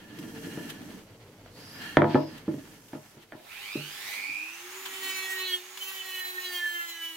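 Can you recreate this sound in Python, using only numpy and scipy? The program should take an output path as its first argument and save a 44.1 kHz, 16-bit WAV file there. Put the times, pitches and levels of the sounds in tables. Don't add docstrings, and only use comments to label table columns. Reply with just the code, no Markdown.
import sys
import numpy as np
from scipy import signal
from scipy.fft import rfft, irfft, next_fast_len
from scipy.io import wavfile
from scipy.ndimage import uniform_filter1d

SR = 44100
rng = np.random.default_rng(int(sys.argv[2]) if len(sys.argv) > 2 else 0)


def unload_audio(sound):
    columns = np.transpose(np.atleast_2d(sound))
    steps = np.round(np.clip(columns, -1, 1) * 32767)
    wavfile.write(sys.argv[1], SR, steps.astype(np.int16))


N = 315756

# frequency in Hz, relative level in dB.
ROOM_SPECTRUM = [(20, -11), (38, -24), (48, 10.5), (60, -32), (100, 7.5), (200, -5), (500, -1.5),
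                 (1500, -26.5), (15000, -56)]
JUDDER_SPECTRUM = [(41, -56), (70, -27), (149, -1.5), (306, -1), (387, -12.5), (449, 5), (527, -39),
                   (606, -9.5), (735, -38), (900, -15.5), (1170, -53), (1980, -120)]
SCRAPE_SPECTRUM = [(410, -40), (700, -4.5), (857, -5), (1220, -7), (1350, -5.5), (1570, -6.5), (1730, -6.5),
                   (2180, -6), (2360, -8.5), (3150, -7.5), (3740, -12), (4720, -11), (5090, -19.5),
                   (6000, -22), (7000, -35), (9100, -38), (15400, -120)]
RUB_SPECTRUM = [(2940, -38), (5000, -7.5), (5970, -5), (6840, -7.5), (10300, -10.5), (11600, -8),
                (15800, -14)]
BLOW_SPECTRUM = [(35, -27), (60, -19), (302, 9), (750, -13), (1200, -12.5), (1710, -8.5), (1880, -11),
                 (2420, -17), (2650, -38), (3190, -19), (4840, -44), (15000, -40)]
RASP_SPECTRUM = [(600, -53), (2000, -12), (3500, 5), (5000, -2), (7000, -3.5), (9000, -6), (12000, -3.5),
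                 (15000, -6), (15800, -16)]
GRIND_SPECTRUM = [(150, -40), (250, -32), (500, -39), (800, 1.5), (1400, 2.5), (2300, 1.5), (3200, 8.5),
                  (5000, -39), (8000, -25)]
FAN_SPECTRUM = [(100, -33.5), (250, -9.5), (500, -10), (800, -7), (1300, -5), (2300, 3.5), (4500, -4),
                (7000, -4.5), (10000, -9)]
BRUSH_SPECTRUM = [(2060, -13), (3500, 2), (3750, 1.5), (4310, -1), (4680, 0), (5310, -8), (7410, -38),
                  (7850, -6), (8620, -18), (9360, -1), (10200, -10), (13800, -3.5), (15800, -12.5)]
FLUTTER_SPECTRUM = [(90, -24), (150, -11), (200, -51), (255, -2.5), (330, 2.5), (450, -23.5)]
WASH_SPECTRUM = [(500, -32), (950, -3), (1400, 0), (2400, 0.5), (4000, -11.5)]
GRIT_SPECTRUM = [(380, -53), (650, -19), (1370, -9.5), (1770, -46), (2100, -12), (2710, -15), (3270, -9.5),
                 (3690, -24), (4100, -7.5), (4630, -24), (5800, -16.5), (7280, -14.5), (9020, -19.5),
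                 (15800, -12.5)]
FIZZ_SPECTRUM = [(7000, -25), (11000, -5), (13500, -2), (15500, -1), (15900, -6)]

# time in seconds, turns per second.
SHAFT_SPEED = [(3.42, 20.2), (3.5, 75), (3.62, 121), (3.72, 153), (3.85, 188), (4.0, 223), (4.2, 270),
               (4.4, 309), (4.6, 348), (4.8, 381), (5.0, 382), (5.12, 380), (5.33, 378), (5.45, 372),
               (5.58, 360), (5.79, 379.5), (5.9, 383), (6.1, 375.4), (6.27, 365), (6.43, 367), (6.6, 352),
               (6.8, 344), (7.16, 326)]
# time in seconds, relative level in dB.
ROOM_RIDE = [(0, -63), (2.3, -62.5), (3.4, -75), (4.3, -82.5), (7.16, -101)]
CURRENT_RIDE = [(3.42, -15.5), (3.52, -6.5), (3.66, -3), (3.76, -4), (3.92, -2.5), (4.12, 2), (4.3, -4),
                (4.45, -5.5), (7.16, -22)]
WHINE_RIDE = [(3.4, -77), (4.1, -72), (4.6, -51), (5.9, -53), (6.4, -66), (7.16, -61)]
IMBALANCE_RIDE = [(4.25, -64), (4.45, -60.5), (4.6, -57.5), (4.85, -53), (5.36, -52), (5.51, -45),
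                  (5.68, -62), (6.55, -52), (6.82, -64.5), (7.0, -60.5), (7.16, -58.5)]
PRESSURE_RIDE = [(4.85, -6.5), (5.1, 0), (5.3, -2), (5.5, -1), (5.78, 0), (5.9, 0), (6.33, -2), (6.55, 2.5),
                 (6.85, -4.5), (7.16, -2.5)]
FIZZ_RIDE = [(5.6, -13), (5.79, 3), (6.0, -1), (6.25, 8), (6.6, -4), (6.85, 3), (7.16, 0)]

# centre in Hz, width in Hz, relative level in dB.
HOLLOW_MODES = [(176, 76, -7.5), (231, 38, 5.5), (308, 37, 0), (433, 40, -11.5)]
SCRAPED_MODES = [(1393, 40, -8), (1724, 50, 1.5), (1850, 64, -4.5), (2360, 460, -15), (2850, 87, -5),
                 (3190, 69, -5), (4200, 200, -9)]
THUMP_MODES = [(146.4, 6.8, 6), (326, 71, -1.5), (588, 63, -1.5), (836, 120, -9.5), (1310, 260, -14.5)]
HOUSING_MODES = [(2472, 194, -3.5), (3060, 1100, -20.5), (4500, 340, -27), (6030, 1800, -31)]
DUCT_MODES = [(809.4, 35, 6), (1084, 140, -1), (1330, 42, 2.5), (1730, 220, -7)]
SINGING_MODES = [(1740, 42, -34), (1890, 76, -47), (2048, 54, -42), (2190, 96, -54.5), (2710, 280, -52),
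                 (2850, 78, -52), (3100, 130, -50), (3120, 78, -41), (3810, 230, -54.5)]

# shaft order, relative level in dB.
COMMUTATOR_ORDERS = [(8, 6.5), (16, -0.5), (24, -6.5), (32, -6.5)]
CHIRP_ORDERS = [(16, -9.5), (18, -14), (24, -8), (32, -7.5), (36, -14)]
WHINE_ORDERS = [(18, -6.5), (24, -22), (36, -32)]
# multiple of the burst rate, relative level in dB.
STATOR_HARMONICS = [(2, -72), (4, -64.5)]

# start and end in seconds, judder, scrape and hiss levels in dB,
# wood resonance in dB over the scrape.
SLIDES = [(0.007, 0.19, -52.5, -54.5, -65.5, 1.5), (0.21, 0.385, -44, -53, -55.5, -0.5),
          (0.445, 0.686, -42.5, -47, -52, 4.5), (0.838, 0.944, -45, -54, -57, -5),
          (1.595, 1.76, -55, -55.5, -58, -7), (1.831, 1.898, -48, -40, -52, 9),
          (2.11, 2.138, -54, -45.5, -58.5, -10), (2.323, 2.363, -49, -50, -59.5, -4),
          (2.546, 2.747, -55.5, -57.5, -58.5, -5), (2.855, 3.104, -72, -73, -60.5, -11)]
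# start in seconds, then relative thud, knock and click levels in dB.
KNOCKS = [(0.181, -45.5, -62, -72), (0.236, -43, -53, -64), (0.468, -41, -67, -58), (0.535, -44, -60, -60),
          (0.573, -36, -45, -51), (0.648, -49, -70, -68), (0.886, -48.5, -59, -60), (1.461, -68, -58, -62),
          (1.97, -18, -19, -22.5), (2.019, -22.5, -22, -32.5), (2.043, -31, -31.5, -40),
          (2.092, -31.5, -49, -73), (2.145, -19, -59, -36.5), (2.153, -18.5, -22.5, -47),
          (2.479, -27, -44, -58), (2.54, -35.5, -59, -56.5), (2.579, -42, -68, -70),
          (2.931, -40.5, -44.5, -52), (2.95, -42.5, -48.5, -64), (3.143, -63.5, -67, -75),
          (3.167, -51.5, -58.5, -68), (3.322, -52.5, -50, -47.5), (3.331, -50.5, -54, -55),
          (3.349, -52.5, -56, -67), (3.395, -61.5, -69, -59), (3.754, -33.5, -47.5, -61),
          (3.776, -44, -63, -69), (4.291, -56.5, -84, -79)]
# frequency in Hz, relative level in dB.
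COUNTER_MODES = [(104, -36.5), (149, -29.5), (222, -33), (272, -32.5), (318, -26.5), (347, -26.5),
                 (409.1, -34.5), (500.6, -39.5), (581.4, -71), (619.1, -33), (690, -41), (861.3, -40.5),
                 (947.5, -42), (985.1, -42), (1050, -47), (1098, -49.5), (1147, -55), (1276, -47),
                 (1400, -46), (1750, -37), (1885, -45), (1981, -61), (2143, -61), (2638, -57), (2891, -76),
                 (3160, -73), (3295, -79)]
# frequency in Hz, seconds to fall 60 dB.
COUNTER_DECAY = [(150, 0.39), (350, 0.24), (600, 0.24), (950, 0.36), (1800, 0.14), (3200, .11)]
# peak time in seconds, rise in seconds, relative level in dB.
SCUFFS = [(0.189, .004, -46), (0.704, 0.017, -40.5), (2.382, 0.0099, -51), (2.886, 0.008, -57),
          (3.235, 0.042, -57.5), (4.861, 0.009, -36.5), (5.774, 0.0018, -40.5)]
# start and length in seconds, top pitch in Hz, relative level in dB.
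CORD_PULLS = [(1.512, 0.42, 5030, -57), (2.048, 0.33, 5140, -60)]
# start and length in seconds, pitch at the ends and at the top in Hz, level in dB.
CORD_SQUEAKS = [(1.53, .17, 10800, 12700, -73), (1.57, 0.25, 9700, 10300, -67),
                (1.6, 0.12, 13300, 13900, -72), (1.673, .17, 11300, 12100, -62),
                (2.08, .2, 13900, 14650, -67), (2.136, 0.17, 11100, 12550, -69)]
# start and end in seconds, then relative rasp, grind and singing levels in dB.
PASSES = [(4.846, 5.507, -45.5, -54, 3.5), (5.821, 7.2, -49, -57, -2)]
# peak time and length in seconds, shaft order, level in dB.
SQUEALS = [(4.868, 0.023, 7, -41.5), (4.866, .025, 8, -48), (4.869, 0.018, 11, -52), (4.945, .06, 8, -48),
           (5.078, 0.097, 8, -38), (5.095, 0.037, 5, -46), (5.118, .13, 13, -49), (5.123, 0.075, 10, -48),
           (5.16, 0.14, 6, -37.5), (5.172, .17, 11, -42.5), (5.175, 0.15, 7, -37.5), (5.197, 0.11, 16, -49),
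           (5.352, 0.13, 5, -33.5), (5.41, 0.086, 6, -46), (5.425, 0.25, 8, -39.5), (5.43, 0.062, 7, -36.5),
           (5.395, .08, 11, -44), (5.478, 0.068, 11, -34), (5.483, 0.14, 9, -39.5),
           (5.494, 0.19, 10, -43.5), (5.504, 0.14, 12, -45.5), (5.524, 0.052, 13, -45),
           (5.534, 0.045, 5, -40.5), (5.541, 0.03, 9, -27), (5.826, 0.026, 8, -35.5),
           (5.876, 0.075, 8, -43), (5.894, 0.073, 7, -43), (6.003, .09, 8, -44), (6.013, 0.017, 8, -33),
           (6.015, 0.022, 7, -42.5), (6.084, 0.1, 5, -43), (6.148, 0.055, 7, -42.5),
           (6.153, 0.021, 11, -38), (6.17, 0.12, 8, -39), (6.246, .14, 5, -35.5), (6.28, 0.17, 11, -41),
           (6.389, 0.041, 5, -32.5), (6.442, 0.054, 8, -41.5), (6.467, 0.056, 11, -36.5),
           (6.47, 0.046, 9, -37), (6.523, 0.14, 13, -44.5), (6.526, 0.12, 5, -40), (6.574, 0.051, 9, -31.5),
           (6.666, 0.096, 5, -29), (6.699, 0.15, 9, -41), (6.8, .11, 5, -31), (6.796, 0.077, 8, -46),
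           (6.926, 0.09, 8, -45), (6.93, 0.075, 12, -42.5), (6.987, 0.17, 6, -46), (7, .08, 5, -41),
           (7.042, 0.19, 9, -37.5)]

# frequency in Hz, left-right correlation.
STEREO_LIKENESS = [(150, 0.97), (380, 0.75), (950, 0.57), (2380, 0.19), (5980, 0.032), (15000, 0.055)]
# frequency in Hz, left minus right in dB.
HAND_PAN = [(60, -1.5), (150, -0.5), (380, -1.5), (600, 2.5), (950, 1), (2380, -2), (5980, -1.5),
            (15000, -3.0)]
TOOL_PAN = [(120, -5), (240, 0), (480, 5), (950, 5.5), (1890, -4.5), (3770, -1.5), (7520, -0.5),
            (15000, -4.5)]
# frequency in Hz, seconds to fall 60 dB.
KITCHEN_DECAY = [(120, 0.079), (400, 0.39), (1000, 0.11), (2500, 0.18), (10000, 0.027)]

SWITCH_ON_S, BUZZ_END_S = 3.41, 4.31
FULL_SPEED_HZ, BURST_HZ = 380, 100
TIME = np.arange(N) / SR


def amp(db):
    return 10 ** (np.asarray(db) / 20)


def unit(x):
    return x / np.sqrt(np.mean(x ** 2) + 1e-20)


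def along(points, hz):
    freqs, values = np.transpose(points)
    return np.interp(np.log(hz + 1), np.log(freqs + 1), values)


def ride(points):
    return np.interp(TIME, *np.transpose(points))


def during(start, end=99, attack=0.19, release=0.092):
    return np.clip(np.minimum(1 + (TIME - start) / attack, 1 - (TIME - end) / release), 0, 1)


def wobble(rate):
    knots = rng.standard_normal(int(N * rate / SR) + 4)
    smooth = signal.resample(knots, len(knots) * 8)
    return np.interp(TIME * rate * 8, np.arange(len(smooth)), smooth)


def filtered(x, response):
    n = x.shape[-1]
    padded = next_fast_len(n + 8192)
    return irfft(rfft(x, padded) * response(np.fft.rfftfreq(padded, 1 / SR)), padded)[..., :n]


def resonate(x, modes):
    return filtered(x, lambda f: sum(
        (-1) ** k * amp(db) * 1j * f * width / (centre ** 2 - f ** 2 + 1j * f * width)
        for k, (centre, width, db) in enumerate(modes)))


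def pan(left_db):
    return amp(np.array([[.5], [-.5]]) * left_db)


def noise(spectrum):
    def colour(hz):
        spread = np.arccos(along(STEREO_LIKENESS, hz)) / 2
        return amp(along(spectrum, hz)) * [np.cos(spread), np.sin(spread)]
    mid, side = filtered(rng.standard_normal((2, N)), colour)
    return unit(np.array([mid + side, mid - side]))


def wavering(angle, orders, flicker_db, flicker_rate, jitter_rad, jitter_rate):
    return sum(amp(db + flicker_db * wobble(flicker_rate))
               * np.sin(order * angle + jitter_rad * wobble(jitter_rate)) for order, db in orders)


def kitchen(x, wet_db):
    hz, t, spectra = signal.stft(rng.standard_normal((2, SR // 2)), SR, nperseg=256)
    tail = signal.istft(spectra * amp(-60 * t / along(KITCHEN_DECAY, hz)[:, None]), SR, nperseg=256)[1]
    tail /= np.linalg.norm(tail[0])
    return x + amp(wet_db) * signal.fftconvolve(x[None], tail, axes=1)[:, :len(x)]


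def add(track, start_s, sound):
    part = track[:, round(start_s * SR):][:, :sound.shape[-1]]
    part += sound[..., :part.shape[-1]]


def room_tone():
    return amp(ride(ROOM_RIDE) + 9) * noise(ROOM_SPECTRUM).mean(axis=0)


def slides():
    gates = np.array([during(start, end, attack=0.11, release=0.14) for start, end, *_ in SLIDES])
    _, _, judder_db, scrape_db, hiss_db, ring_db = np.transpose(SLIDES)
    grip = during(0, 3.08, release=0.56)

    def level(push_db, grip_db):
        return np.sqrt(amp(push_db) ** 2 @ gates ** 2 + (amp(grip_db) * grip) ** 2)
    stick_slip = amp(1.2 * wobble(44.96)) * noise(JUDDER_SPECTRUM)
    judder = unit(amp(-2) * unit(stick_slip) + unit(resonate(stick_slip, HOLLOW_MODES)))
    grains = unit(amp(0.92 * wobble(700)))
    friction = grains * amp(1.72 * wobble(34.95))
    weight = amp(ring_db) @ gates / np.maximum(gates.sum(axis=0), 1)
    ringing = weight * unit(resonate(friction * noise(SCRAPE_SPECTRUM), SCRAPED_MODES))
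    scrape = (friction * noise(SCRAPE_SPECTRUM) + ringing) / np.sqrt(1 + weight ** 2)
    hiss = grains * noise(RUB_SPECTRUM)
    return (level(judder_db, grip_db=-62.5) * judder + level(scrape_db, grip_db=-59.5) * scrape
            + level(hiss_db, grip_db=-64.5) * hiss)


def counter_ring(t, damping):
    ring = sum(amp(db + rng.normal(0, 0.49) - 60 * damping * t / along(COUNTER_DECAY, hz))
               * np.sin(2 * np.pi * hz * t + rng.uniform(0, 2 * np.pi)) for hz, db in COUNTER_MODES)
    ring *= 1 - np.exp(-t / 0.00016)
    return ring / np.abs(ring).max()


def knocks():
    out, t = np.zeros((2, N)), np.arange(SR // 2) / SR
    bands = [signal.butter(order, edges_hz, "band", fs=SR, output="sos")
             for order, edges_hz in [(2, (100, 500)), (4, (500, 1400)), (2, (1400, 7000))]]
    wet_dbs = (-9, -6.5, -8)
    cushion_s, heave_s, slap_s = 0.0012, 0.0048, 0.00022
    loudest_click_db = max(row[3] for row in KNOCKS)
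    cepstrum = irfft(np.log(amp(along(BLOW_SPECTRUM, np.fft.rfftfreq(len(t), 1 / SR)))))
    push = irfft(np.exp(rfft(2 * cepstrum * (t > 0) * (t < t[-1] / 2))))
    push /= np.abs(push).max()
    thump = resonate(1.0 * (t == 0), THUMP_MODES)
    thump *= amp(-8.5) / np.abs(thump).max()
    for start, thud_db, knock_db, click_db in KNOCKS:
        soft = knock_db < thud_db - 3
        ring_db = -9 + 0.24 * min(knock_db - thud_db, 0)
        blow = push + amp(ring_db) * counter_ring(t, damping=1.45 if soft else 1) + thump
        blow *= 1 - soft * np.exp(-t / cushion_s)
        parts = [signal.sosfilt(band, blow) for band in bands]
        levels = [thud_db + 0.5, knock_db - 0.4, click_db - 1.5]
        hit = sum(kitchen(amp(db) * part / np.std(part[t < .025]), wet_db)
                  for db, wet_db, part in zip(levels, wet_dbs, parts))
        heave = amp(click_db - 1) * (1 - t / heave_s) * np.exp(-t / heave_s)
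        swing = t / slap_s - 4
        slap = (not soft) * amp(knock_db + 11.5) * swing * np.exp(.5 - .5 * swing ** 2)
        top_hz = max(12000 * amp(0.99 * (click_db - loudest_click_db)), 3500)
        left, right = signal.sosfilt(signal.butter(2, top_hz, fs=SR, output="sos"), hit + heave + slap)
        side = filtered((left - right) / 2, lambda hz: hz ** 2 / (hz ** 2 + 380 ** 2))
        add(out, start, (left + right) / 2 + np.array([side, -side]))
    return out


def scuffs():
    decay_s = 0.0097
    swell = sum(amp(db) * during(peak, attack=rise) * np.exp(-np.maximum(TIME - peak, 0) / decay_s)
                for peak, rise, db in SCUFFS)
    return swell * (noise(RASP_SPECTRUM) + amp(0.5) * noise(GRIND_SPECTRUM))


def cord():
    def arch(start, length):
        return np.abs(np.sin(np.pi * np.clip((TIME - start) / length, 0, 1)))

    def tone(hz):
        return np.sin(2 * np.pi * np.cumsum(hz) / SR)
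    slow_hz = 4210
    zip_hz, zip_gain, squeaks = slow_hz, 0, 0
    for start, length, top_hz, db in CORD_PULLS:
        pace = arch(start, length)
        zip_hz += (top_hz - slow_hz) * pace
        zip_gain += amp(db) * np.sqrt(pace)
    for start, length, end_hz, top_hz, db in CORD_SQUEAKS:
        pace = arch(start, length)
        pitch = (end_hz + (top_hz - end_hz) * pace) * (1 + .004 * wobble(30) + .012 * wobble(1500))
        squeaks += amp(db + 2 * wobble(29.1)) * np.sqrt(pace) * tone(pitch)
    zipping = amp(-3) * zip_gain * tone(zip_hz * (1 + .09 * wobble(2500)))
    return kitchen(zipping, wet_db=7.5) + kitchen(squeaks, wet_db=0)


def current_bursts(speed):
    half_wave = (TIME * BURST_HZ + .5) % 1 - .5
    width = np.hypot(0.073, 0.13 * (speed / FULL_SPEED_HZ) ** 5)
    bursts = np.exp(-.5 * ((half_wave + .04) / width) ** 2) * amp(.4 * wobble(100))
    return (bursts + 0.088) / np.sqrt(width)


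def commutator_buzz(angle, bursts, current_db):
    segments = sum(amp(db) * np.sin(order * angle + 0.099 * wobble(200))
                   for order, db in COMMUTATOR_ORDERS)
    sparks = 0.59 * rng.standard_normal(N)
    gate = during(SWITCH_ON_S, BUZZ_END_S, release=0.36)
    buzz = unit(gate * resonate(bursts * (segments + sparks), HOUSING_MODES))
    buzz *= np.sqrt(np.mean(gate ** 2)) * amp(-39.5 + 0.8 * current_db)
    return kitchen(buzz, wet_db=-4) * pan(-6)


def stator_hum(current_db):
    phase = 2 * np.pi * BURST_HZ * TIME
    hum = wavering(phase, STATOR_HARMONICS, flicker_db=1.1, flicker_rate=22, jitter_rad=.5, jitter_rate=30)
    return hum * amp(.5 * current_db) * during(SWITCH_ON_S, BUZZ_END_S)


def fan_air(speed, current_db):
    air_db = -46 + 63 * np.log10(speed / FULL_SPEED_HZ)
    rattle_db = -42.5 + 1.12 * current_db
    rush = unit(noise(FAN_SPECTRUM) + amp(-10) * unit(resonate(noise(FAN_SPECTRUM), DUCT_MODES)))
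    return np.hypot(amp(air_db), amp(rattle_db)) * rush * amp(0.17 * wobble(25))


def brush_hiss(current_db):
    hiss = amp(-46 + current_db) * noise(BRUSH_SPECTRUM) * unit(amp(1.5 * wobble(900)))
    return hiss * np.maximum(during(0, 4.17, release=.16), 0.22)


def brush_chirps(angle, bursts, current_db):
    muffle_hz, pulse_share = 6970, .55
    chirps = wavering(angle, CHIRP_ORDERS, flicker_db=3, flicker_rate=55, jitter_rad=.6, jitter_rate=240)
    chirps = filtered(chirps, lambda hz: 1 / (1 + (hz / muffle_hz) ** 6))
    pulse = 1 - pulse_share + pulse_share * unit(bursts)
    return chirps * pulse * amp(-49 + current_db) * during(SWITCH_ON_S, BUZZ_END_S)


def motor(angle, speed):
    current_db, bursts = ride(CURRENT_RIDE), current_bursts(speed)
    hiss = fan_air(speed, current_db) + brush_hiss(current_db)
    whine = wavering(angle, WHINE_ORDERS, flicker_db=1.2, flicker_rate=28, jitter_rad=.6, jitter_rate=110)
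    tones = kitchen(brush_chirps(angle, bursts, current_db) + whine * amp(ride(WHINE_RIDE)), wet_db=6)
    whirr = during(SWITCH_ON_S) * (hiss + tones) * pan(-2.8)
    imbalance = amp(ride(IMBALANCE_RIDE) + 3.5 + 2.5 * wobble(22)) * during(IMBALANCE_RIDE[0][0])
    rotor_hum = imbalance * np.sin(angle + 0.098 * wobble(45))
    return commutator_buzz(angle, bursts, current_db) + stator_hum(current_db) + whirr + rotor_hum


def draught():
    flutter = amp(-55 + 3.1 * wobble(15)) * noise(FLUTTER_SPECTRUM)
    wash = amp(-45 + wobble(15)) * noise(WASH_SPECTRUM)
    return (flutter * during(4.93, 5.07, attack=0.18, release=0.28)
            + wash * during(4.74, 5.42, attack=.4, release=0.062))


def grit_comb(angle, speed):
    comb, scatter_rad = np.zeros((2, N)), 0.011 * wobble(700)
    for order in range(2, 49):
        phase = order * (angle + scatter_rad) + 1.46 * wobble(12)
        spread = min(order / 22, 1) * wobble(7)
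        colour_db = along(GRIT_SPECTRUM, order * speed[::64]).repeat(64)[:N]
        strength = amp(colour_db + 3.6 * wobble(14) + 1.5 * wobble(60))
        comb += strength * np.sin([phase + spread, phase - spread])
    return comb / np.std(filtered(comb, lambda hz: hz > 7500))


def singing_block(angle, speed, drive):
    out = np.zeros((2, N))
    for order in range(4, 17):
        on_mode = np.sqrt(sum(amp(db) ** 2 / (1 + (2 * (order * speed - hz) / width) ** 2)
                              for hz, width, db in SINGING_MODES))
        grab = sum(amp(db) * np.exp(-(1.7 * (TIME - peak) / length) ** 2)
                   for peak, length, squeal_order, db in SQUEALS if squeal_order == order)
        chatter_db = 1.9 * np.tanh(3 * wobble(65))
        drift_db, grain_db = 1.4 * wobble(15), wobble(170)
        strength = np.hypot(drive * on_mode, grab) * amp(drift_db + chatter_db + grain_db)
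        phase, spread = order * angle + 0.14 * wobble(70), 0.73 * wobble(6)
        out += strength * np.sin([phase + spread, phase - spread])
    return out


def sanding(angle, speed):
    bite_s, lift_s, sing_build_s = 0.1, 0.13, 0.15
    contact = np.array([during(start, end, bite_s, lift_s) for start, end, *_ in PASSES])
    catch_db = 2 * np.tanh(2 * wobble(30))
    contact *= amp(ride(PRESSURE_RIDE) + catch_db)
    rasp_gain, grind_gain, sing_gain = amp(np.array(PASSES)[:, 2:]).T @ contact
    build = sum(during(start + sing_build_s, end, sing_build_s, lift_s) ** .5
                for start, end, *_ in PASSES)
    comb = amp(-1) * grit_comb(angle, speed)
    touch = unit(amp(1.8 * np.cos(angle) + 0.87 * wobble(910)))
    dust = amp(-1.3) * (noise(RASP_SPECTRUM) + amp(ride(FIZZ_RIDE)) * noise(FIZZ_SPECTRUM))
    rasp = rasp_gain * (comb + dust * touch) * amp(1.3 * wobble(40))
    song = singing_block(angle, speed, sing_gain * build)
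    grind = grind_gain * noise(GRIND_SPECTRUM) * touch
    return filtered(song + rasp + grind, lambda hz: pan(along(TOOL_PAN, hz)))


def scene():
    inertia_s = .05
    speed = uniform_filter1d(ride(SHAFT_SPEED), round(inertia_s * SR)) * (1 + 0.00084 * wobble(25))
    angle = 2 * np.pi * np.cumsum(speed) / SR
    handling = filtered(slides() + knocks() + cord(), lambda hz: pan(along(HAND_PAN, hz)))
    return room_tone() + handling + scuffs() + motor(angle, speed) + draught() + sanding(angle, speed)


def record(dry):
    return filtered(dry, lambda hz: hz < 15850)


dry = scene()
out = record(dry)
unload_audio(out)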